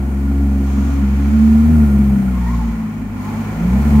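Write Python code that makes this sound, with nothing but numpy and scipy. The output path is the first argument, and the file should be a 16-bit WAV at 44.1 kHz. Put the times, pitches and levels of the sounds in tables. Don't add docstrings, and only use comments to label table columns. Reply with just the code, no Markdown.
import sys
import numpy as np
from scipy import signal
from scipy.fft import rfft, irfft, next_fast_len
from scipy.io import wavfile
from scipy.ndimage import uniform_filter1d, minimum_filter1d, map_coordinates

SR = 44100
rng = np.random.default_rng(int(sys.argv[2]) if len(sys.argv) > 2 else 0)


def digitize_waveform(pressure):
    field = np.atleast_2d(pressure).T
    bounded = np.clip(field, -1, 1)
    quanta = np.round(bounded * 32767).astype(np.int16)
    wavfile.write(sys.argv[1], SR, quanta)


N = 176400
TIME = np.arange(N) / SR


def amp(db):
    return 10 ** (np.asarray(db) / 20)


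def unit(x):
    return x / np.sqrt(np.mean(x ** 2) + 1e-20)


def along(points, hz):
    f, values = np.transpose(points)
    return np.interp(np.log(hz + 1), np.log(f + 1), values)


def curve(rows, column=1):
    columns = np.transpose(rows)
    return np.interp(TIME, columns[0], columns[column])


def wobble(rate):
    return map_coordinates(rng.standard_normal(int(N * rate / SR) + 4), [TIME * rate])


def filtered(x, response):
    size = next_fast_len(N + SR // 2)
    return irfft(rfft(x, size) * response(np.fft.rfftfreq(size, 1 / SR)), size)[..., :N]


def pan(db):
    return amp([[db], [-db]])


# f/Hz, likeness (1 = the same)
LIKENESS = [(60, .99), (250, 0.99), (500, 0.72), (1000, 0.49), (2000, 0), (6000, 0), (15000, 0)]

def rush(spectrum, pulse=1):
    def response(hz):
        width = np.arccos(np.clip(along(LIKENESS, hz), -1, 1)) / 2
        return amp(along(spectrum, hz)) * [np.cos(width), np.sin(width)]
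    mid, side = filtered(pulse * rng.standard_normal((2, N)), response)
    return unit(np.array([mid + side, mid - side]))


# f/Hz, t/s
ECHO_TIME = [(100, 0.78), (1000, 0.64), (4000, 0.69), (12000, 0.32)]

def garage(x):
    hz, t, noise = signal.stft(rng.standard_normal((2, SR)), SR, nperseg=256)
    fade = amp(-60 * t / along(ECHO_TIME, hz)[:, None])
    tail = signal.istft(noise * fade, SR, nperseg=256)[1]
    return signal.fftconvolve(x[None], tail / np.linalg.norm(tail[0]), axes=1)[:, :len(x)]


# t/s, level/dB
WHINE_LEVEL = [(0, -80), (1.4, -72), (2.4, -68), (3.3, -65), (4, -70)]

def whine(pitch_hz=15109):
    return amp(curve(WHINE_LEVEL)) * np.sin(2 * np.pi * pitch_hz * TIME + wobble(30))


# t/s, lower level/dB, upper level/dB
HISS_LEVEL = [(0, -56, -55), (.5, -54, -54), (1.05, -51, -54), (1.45, -48.5, -51), (1.8, -51, -48.5),
              (2.3, -54, -53), (2.55, -49, -53.5), (2.8, -55, -57.5), (3.12, -57.5, -59.5),
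              (3.25, -50, -53.5), (3.6, -50.5, -53), (3.9, -47, -47.5)]
# f/Hz, level/dB
HISS_LOW = [(2000, -24), (3000, 3), (3700, -2), (4300, 1.5), (4800, -2), (5800, -1), (6700, 1.5),
            (7300, -0.5), (8000, -18), (10000, -34)]
HISS_HIGH = [(6000, -16), (7800, -2.5), (9000, 1), (9900, -3), (11100, -5.5), (11600, -0.5), (13000, -2),
             (15000, 0.5), (15700, -5)]

def hiss(cycles):
    pulse = 1 + .055 * np.cos(np.pi * cycles)
    lower = amp(curve(HISS_LEVEL) + 2) * rush(HISS_LOW, pulse)
    upper = amp(curve(HISS_LEVEL, column=2) + 4) * rush(HISS_HIGH, pulse)
    return lower + pan(-.6) * upper


# t/s, level/dB
RING_LEVEL = [(0, -47.5), (1.2, -47), (1.85, -43.5), (2.2, -48), (3, -54), (4, -46)]

def engine_ring(pitch_hz=1413, half_width_hz=42):
    noise = rng.standard_normal((2, N))
    ring = filtered(noise, lambda hz: 1 / (1 + 1j * (hz - pitch_hz) / half_width_hz) ** 2)
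    return amp(curve(RING_LEVEL)) * unit(ring)


# f/Hz, level/dB
SCUFF_COLOUR = [(600, -24), (900, -4.5), (1200, 4), (1600, -11), (3200, -13), (5000, -20.5), (6500, -11.5),
                (8000, -22), (15000, -31)]

def scuff(start_s=.57, rise_s=.14, end_s=1.03, fall_s=.09, level_db=-40.5):
    shape = np.clip(np.minimum((TIME - start_s) / rise_s, (end_s - TIME) / fall_s), 0, 1)
    return amp(level_db) * shape * rush(SCUFF_COLOUR)


# t/s, level/dB
RUB_LEVEL = [(0, -68), (2.15, -63), (2.45, -41), (2.8, -42.5), (3.08, -50), (3.27, -35.5), (3.6, -45.5),
             (3.9, -36), (4, -33)]
# f/Hz, level/dB
RUB_COLOUR = [(550, -31), (770, -11), (865, 7), (940, -7), (1030, 3.5), (1180, -9), (1500, -25),
              (2000, -11.5), (3000, -35)]

def tyre_rub():
    return amp(curve(RUB_LEVEL)) * rush(RUB_COLOUR)


# start t/s, length t/s, first f/Hz, last f/Hz, level/dB, relative overtone level/dB
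SQUEAKS = [(2.246, .06, 850, 880, -45, -14), (2.318, 0.092, 1040, 1090, -37, -12),
           (2.385, 0.12, 900, 896, -33, -15), (2.456, 0.045, 910, 967, -34, -3.5),
           (2.479, 0.042, 970, 1074, -30, -12), (2.528, 0.034, 1060, 1010, -29.5, -15),
           (2.579, 0.049, 1036, 1090, -38, -18), (2.585, 0.067, 893, 866, -30.5, -20),
           (3.237, 0.097, 860, 865, -36.5, -20), (3.311, 0.067, 770, 830, -43, -20)]

def tyre_squeaks(roughness=.035, echo_db=-7):
    out = np.zeros(N)
    unsteady = 1 + roughness * wobble(250)
    for start, length, from_hz, to_hz, db, overtone_db in SQUEAKS:
        progress = np.clip((TIME - start) / length, 0, 1)
        pitch_hz = (from_hz + (to_hz - from_hz) * progress) * unsteady
        phase = 2 * np.pi * np.cumsum(pitch_hz) / SR
        tone = np.sin(phase) + amp(overtone_db) * np.sin(2 * phase)
        out += amp(db) * np.sin(np.pi * progress) * tone
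    return out + amp(echo_db) * garage(out)


# t/s, lower level/dB, upper level/dB
WHIR_LEVEL = [(0, -41.5, -47.5), (.5, -40, -47), (1.2, -41, -42), (1.8, -37.5, -42.5), (2.15, -39, -44),
              (2.4, -43, -44), (2.52, -44, -44), (2.7, -43.5, -44.5), (3.1, -45, -47.5), (3.3, -40, -42),
              (3.6, -38, -41), (3.9, -34, -39.5)]
# f/Hz, level/dB
WHIR_LOW = [(100, -21), (300, 4), (450, 1), (600, -3.5), (720, 1.5), (850, -4), (950, -7.5), (1100, -8.5),
            (1400, -34.5), (2500, -39)]
WHIR_HIGH = [(500, -34.5), (900, -2), (1250, -2), (1420, 0.5), (1560, -8), (1750, -3.5), (2100, -5.5),
             (2350, -2.5), (2650, -12), (3200, -17), (4000, -34), (8000, -68)]

def whir(cycles, boost_db=4.5):
    pulse = 1 + .09 * np.cos(np.pi * cycles)
    lower = amp(curve(WHIR_LEVEL)) * rush(WHIR_LOW, pulse)
    upper = amp(curve(WHIR_LEVEL, column=2)) * rush(WHIR_HIGH, pulse)
    return amp(boost_db) * (lower + upper)


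PUFF_OFFSETS = [0.69, -0.62, -0.23, 0.45, -0.26, 0.23]
# f/Hz, level/dB
PIPE_COLOUR = [(20, -21), (40, -12), (75, -1.5), (110, -8), (150, -5), (190, 1.5), (235, 4), (275, -8.5),
               (330, -17.5), (420, -27), (600, -37.5), (1200, -66)]
# t/s, level/dB
BURBLE_LEVEL = [(0, -27), (1.2, -26), (1.7, -23), (2.3, -24.5), (2.9, -28.5), (3.5, -25.5), (3.75, -19.5),
                (4, -18.5)]

def burble(cycles):
    firings = np.flatnonzero(np.diff(np.floor(cycles)))
    puffs = np.zeros(N)
    puffs[firings] = np.resize(PUFF_OFFSETS, len(firings)) + rng.standard_normal(N)[:len(firings)]
    running = np.concatenate([puffs[-SR:], puffs])
    echoing = garage(running)[:, SR:]
    mid, side = filtered(echoing, lambda hz: amp(along(PIPE_COLOUR, hz))) * [[1], [.13]]
    return amp(curve(BURBLE_LEVEL)) * unit(np.array([mid + side, mid - side]))


# t/s, level/dB
BOOM = [(0.0, -19), (0.24, -17), (0.44, -14), (0.64, -16), (1.24, -15), (1.56, -15.2), (1.76, -11.6),
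        (2.121, -16.5), (2.2, -29), (2.28, -18.5), (2.56, -17), (2.72, -21), (2.92, -45), (3.0, -29),
        (3.24, -40.9), (3.52, -34), (3.72, -15.3), (4.0, -12)]
OCTAVE = [(0.0, -30.5), (1.48, -28), (1.601, -31.5), (1.72, -15.5), (1.84, -23.5), (2.12, -21.5),
          (2.359, -32.5), (2.56, -26.5), (2.68, -40.5), (2.88, -32.5), (3.52, -26.0), (3.6, -45),
          (3.68, -25), (4.0, -16)]
GROWL = [(0.0, -27), (0.16, -21), (0.32, -25), (0.56, -20), (0.72, -25.7), (0.8, -17), (0.92, -41.5),
         (1.041, -15.5), (1.199, -25.0), (1.4, -10.0), (2.28, -16), (2.32, -21), (3.04, -32.5), (3.12, -42),
         (3.52, -31), (3.68, -13.5), (3.92, -22.5), (4.0, -5.5)]
UPPER_GROWL = [(0.0, -39.5), (0.32, -22), (0.6, -27), (1.001, -22), (1.12, -43), (1.199, -24.5),
               (1.68, -43), (1.8, -30.5), (2.28, -34), (2.48, -29.5), (2.8, -20.5), (3.0, -29), (3.6, -28),
               (4.0, -50)]
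EDGE = [(0, -37.5), (1.45, -41), (1.75, -38), (2.05, -32.5), (2.25, -46), (2.75, -47), (3.15, -28),
        (3.35, -39), (3.5, -36), (3.65, -47), (4, -37)]
FLUTTER = [.03, .07, .11, .22, .25]
SPREAD = [.02, .08, .12, .14, .2]

def drone(cycles):
    out = np.zeros((2, N))
    levels = [BOOM, OCTAVE, GROWL, UPPER_GROWL, EDGE]
    for multiple, (level, depth, spread) in enumerate(zip(levels, FLUTTER, SPREAD), 1):
        flutter = 1 + depth * (wobble(16) + 1j * wobble(16))
        sides = 1 + spread * np.array([[1], [-1]]) * (.5 * wobble(3) + 1j * wobble(3.04))
        tone = np.exp(2j * np.pi * (multiple * cycles + rng.random()))
        out += amp(curve(level)) * unit(np.real(flutter * sides * tone))
    return out


# t/s, f/Hz
FIRING_RATE = [(0.0, 67.3), (0.44, 69.4), (0.56, 68.1), (0.96, 69.0), (1.08, 67.7), (1.28, 70.6),
               (1.36, 73.4), (1.6, 74.8), (1.72, 78.9), (1.92, 68.9), (2.04, 69.1), (2.52, 58.9),
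               (3.2, 49.6), (3.28, 51.4), (3.48, 51.5), (3.6, 55.0), (3.84, 71.4), (4.0, 72.7)]

def scene():
    cycles = np.cumsum(curve(FIRING_RATE)) / SR
    exhaust = pan(.2) * (drone(cycles) + burble(cycles))
    engine = exhaust + whir(cycles) + hiss(cycles)
    return engine + tyre_squeaks() + tyre_rub() + engine_ring() + scuff() + whine()


def record(dry, ceiling=.96, smooth_s=.02, top_hz=15750):
    size = int(smooth_s * SR)
    needed = ceiling / np.maximum(np.abs(dry).max(axis=0), ceiling)
    gain = uniform_filter1d(minimum_filter1d(needed, 2 * size), size)
    return filtered(dry * gain, lambda hz: hz < top_hz)


dry = scene()
out = record(dry)
digitize_waveform(out)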